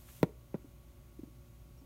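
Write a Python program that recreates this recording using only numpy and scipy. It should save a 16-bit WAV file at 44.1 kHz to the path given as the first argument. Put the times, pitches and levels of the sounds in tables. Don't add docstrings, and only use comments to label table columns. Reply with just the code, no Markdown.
import sys
import numpy as np
from scipy import signal
from scipy.fft import rfft, irfft, next_fast_len
from scipy.io import wavfile
from scipy.ndimage import map_coordinates

SR = 44100
rng = np.random.default_rng(int(sys.argv[2]) if len(sys.argv) > 2 else 0)


def pcm_store(signal):
    levels = np.round(np.clip(np.atleast_2d(signal), -1, 1) * 32767)
    wavfile.write(sys.argv[1], SR, levels.astype(np.int16).T)


N = 81585


def amp(db):
    return 10 ** (np.asarray(db) / 20)


def along(points, hz):
    freqs, values = np.transpose(points)
    return np.interp(np.log(hz + 1), np.log(freqs + 1), values)


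def since(start):
    return np.maximum(np.arange(N) / SR - start, 0)


def fade(t, t60):
    return (t > 0) * np.exp(-np.log(1000) * t / t60)


def filtered(x, response):
    size = next_fast_len(N + SR // 2)
    return irfft(rfft(x, size) * response(np.fft.rfftfreq(size, 1 / SR)), size)[:N]


def noise(spectrum):
    x = filtered(rng.standard_normal(N), lambda hz: amp(along(spectrum, hz)))
    return x / x.std()


def wobble(rate):
    return map_coordinates(rng.standard_normal(int(N * rate / SR) + 4), [np.arange(N) * rate / SR])


def board_response(hz):
    # mode frequency in Hz, peak gain in dB, bandwidth in Hz.
    modes = [(150.2, 2.06, 106.6), (208.6, 1.6, 261), (478, -1.27, 342), (703, -16.5, 66),
             (941, -9.5, 271.8), (1044.5, -5, 158), (1330, -7.5, 79), (1881, -6, 390), (2003, -3.5, 200),
             (2264, -10, 64), (2293, -6, 284.5), (2840, -12.5, 410)]
    return sum((-1) ** k * amp(db) * 1j * hz * width / (centre ** 2 - hz ** 2 + 1j * hz * width)
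               for k, (centre, db, width) in enumerate(modes))


def knocks():
    # start in seconds, force in dB, contact cutoff in Hz, click level in dB.
    blows = [(.2300, 30.5, 547.4, -30.5), (0.2364, 25.5, 324, -42.5), (0.247, 10.5, 300, -66),
             (0.5429, 21.5, 299, -58.5), (0.548, 18.5, 205, -68), (0.5568, -2, 343.3, -68)]
    # frequency in Hz, relative level in dB.
    reflection_spectrum = [(50, 2), (170, 4.5), (400, 4.5), (620, 2.5), (720, -2), (920, -5), (1200, -15),
                           (2200, -27), (3200, -29.5), (6000, -44), (15000, -47)]
    # frequency in Hz, relative level in dB.
    click_spectrum = [(500, -17), (2000, -0.5), (3100, -12), (3700, 8.5), (4350, -2), (5000, -10),
                      (5900, 5), (7000, -15), (8200, -5.5), (10500, -9.5), (14000, -8), (16000, -0.5)]
    out = np.zeros(N)
    for start, force_db, cutoff_hz, click_db in blows:
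        t = since(start)
        impulse = signal.unit_impulse(N, round(start * SR))
        ring = filtered(impulse, lambda hz: board_response(hz) / (1 + 1j * hz / cutoff_hz) ** 2)
        reflections = noise(reflection_spectrum) * fade(t, t60=0.043867) * (1 - np.exp(-t / 0.0088))
        click = noise(click_spectrum) * fade(t, t60=0.0073)
        out += amp(force_db) * (ring + amp(-51.5) * reflections) + amp(click_db) * click
    return out


def bumps_and_echo():
    # start in seconds, level in dB, pitch in Hz, 60 dB decay time in seconds.
    events = [(.211, -41, 136.5, 0.17), (.289, -46, 433, 0.1), (.644, -36.5, 285, 0.047),
              (1.191, -31, 310, .038), (1.233, -29, 258, 0.032), (1.273, -45, 314, 0.069),
              (1.815, -48.5, 272, 0.11)]
    # frequency in Hz, relative level in dB.
    noise_spectrum = [(100, -3), (300, 4), (460, -8), (680, -20), (950, -18), (1500, -31.5), (5000, -38.5)]
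    rise_s = 0.0035
    out = np.zeros(N)
    for start, db, hz, t60 in events:
        t = since(start)
        body = np.sin(2 * np.pi * hz * t) + amp(-10) * noise(noise_spectrum)
        out += amp(db) * body * fade(t, t60) * (1 - np.exp(-t / rise_s))
    return out


def slide():
    # time in seconds, level in dB.
    rub_levels = [(0, -64.5), (.05, -65), (.1, -59.5), (.18, -60), (.205, -62), (.23, -67), (.3, -76.5)]
    # frequency in Hz, relative level in dB.
    rub_spectrum = [(200, -3), (900, -0.5), (1600, -6.5), (3000, -2), (5000, -5.5), (7000, -1.5),
                    (10500, -2), (13500, 2), (16000, -6.5)]
    catch_spectrum = [(400, -24.5), (900, 9.5), (2800, 2), (4500, -16.5), (12000, -33)]
    rub = amp(np.interp(since(0), *np.transpose(rub_levels))) * noise(rub_spectrum)
    t = since(0.083)
    catch = noise(catch_spectrum) * fade(t, t60=0.11) * (1 - np.exp(-t / 0.0047))
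    return rub + amp(-56) * catch


def squeak():
    end_hz, drop_hz, jitter_hz = 5431, 1000, 70.38
    glide_s, length_s = 0.008, 0.04478
    t = since(1.769)
    hz = end_hz + drop_hz * np.exp(-t / glide_s) + jitter_hz * wobble(rate=540)
    swell = np.sin(np.pi * np.minimum(t / length_s, 1))
    return amp(-71.5) * swell * np.sin(2 * np.pi * np.cumsum(hz) / SR)


def room(x):
    # frequency in Hz, reverberation time in seconds.
    decay_times = [(100, 0.1281), (500, 0.36), (2000, 0.3027), (10000, 0.04643)]
    # frequency in Hz, gain in dB.
    colour = [(60, -16), (250, -2.5), (500, -2), (1000, -7.5), (3000, -1.5), (12000, -16)]
    freqs, t, spectra = signal.stft(rng.standard_normal(SR // 2), SR, nperseg=256)
    spectra = spectra * fade(t, along(decay_times, freqs)[:, None])
    tail = signal.istft(spectra, SR, nperseg=256)[1]
    wet = signal.fftconvolve(x, tail / np.linalg.norm(tail))[:N]
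    return filtered(wet, lambda hz: amp(along(colour, hz)))


def background():
    # frequency in Hz, rms level in dB.
    hum_lines = [(58.3, -60.5), (117, -66), (238, -73), (355, -74.5), (560, -77.5), (592, -82), (1121, -81),
                 (1416, -89), (6616, -89.5)]
    # time in seconds, level in dB.
    rumble_levels = [(0, -59), (.38, -61), (.8, -58), (1.85, -58)]
    # frequency in Hz, relative level in dB.
    rumble_spectrum = [(22, -34), (32, -18.5), (42, -5), (56, 0), (80, -9), (122, -3.5), (160, -11.5),
                       (200, -18.5), (350, -20.5), (440, -28), (600, -30.5), (780, -47), (1300, -90)]
    hiss_spectrum = [(350, -44), (600, -5), (748, -6.5), (970, -8), (1050, -8), (1140, -10), (1290, -9.5),
                     (1410, -11.5), (1780, -15.5), (2070, -11), (4910, -18), (6370, -17), (7730, -20.5),
                     (13900, -16), (16000, -16)]
    waver_rad = 0.7167
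    t = since(0)
    hum = sum(amp(db) * np.sqrt(2) * np.sin(2 * np.pi * hz * t + waver_rad * wobble(rate=6.0121))
              for hz, db in hum_lines)
    rumble = amp(np.interp(t, *np.transpose(rumble_levels))) * noise(rumble_spectrum)
    return rumble + amp(-70) * noise(hiss_spectrum) + hum


def scene():
    hits = knocks() + bumps_and_echo()
    return (hits + amp(-24.5) * room(hits) + slide() + squeak() + background())[None]


def record(dry):
    cutoff_hz = 15800
    return filtered(dry[0], lambda hz: 1 / np.sqrt(1 + (hz / cutoff_hz) ** 300))[None]


dry = scene()
out = record(dry)
pcm_store(out)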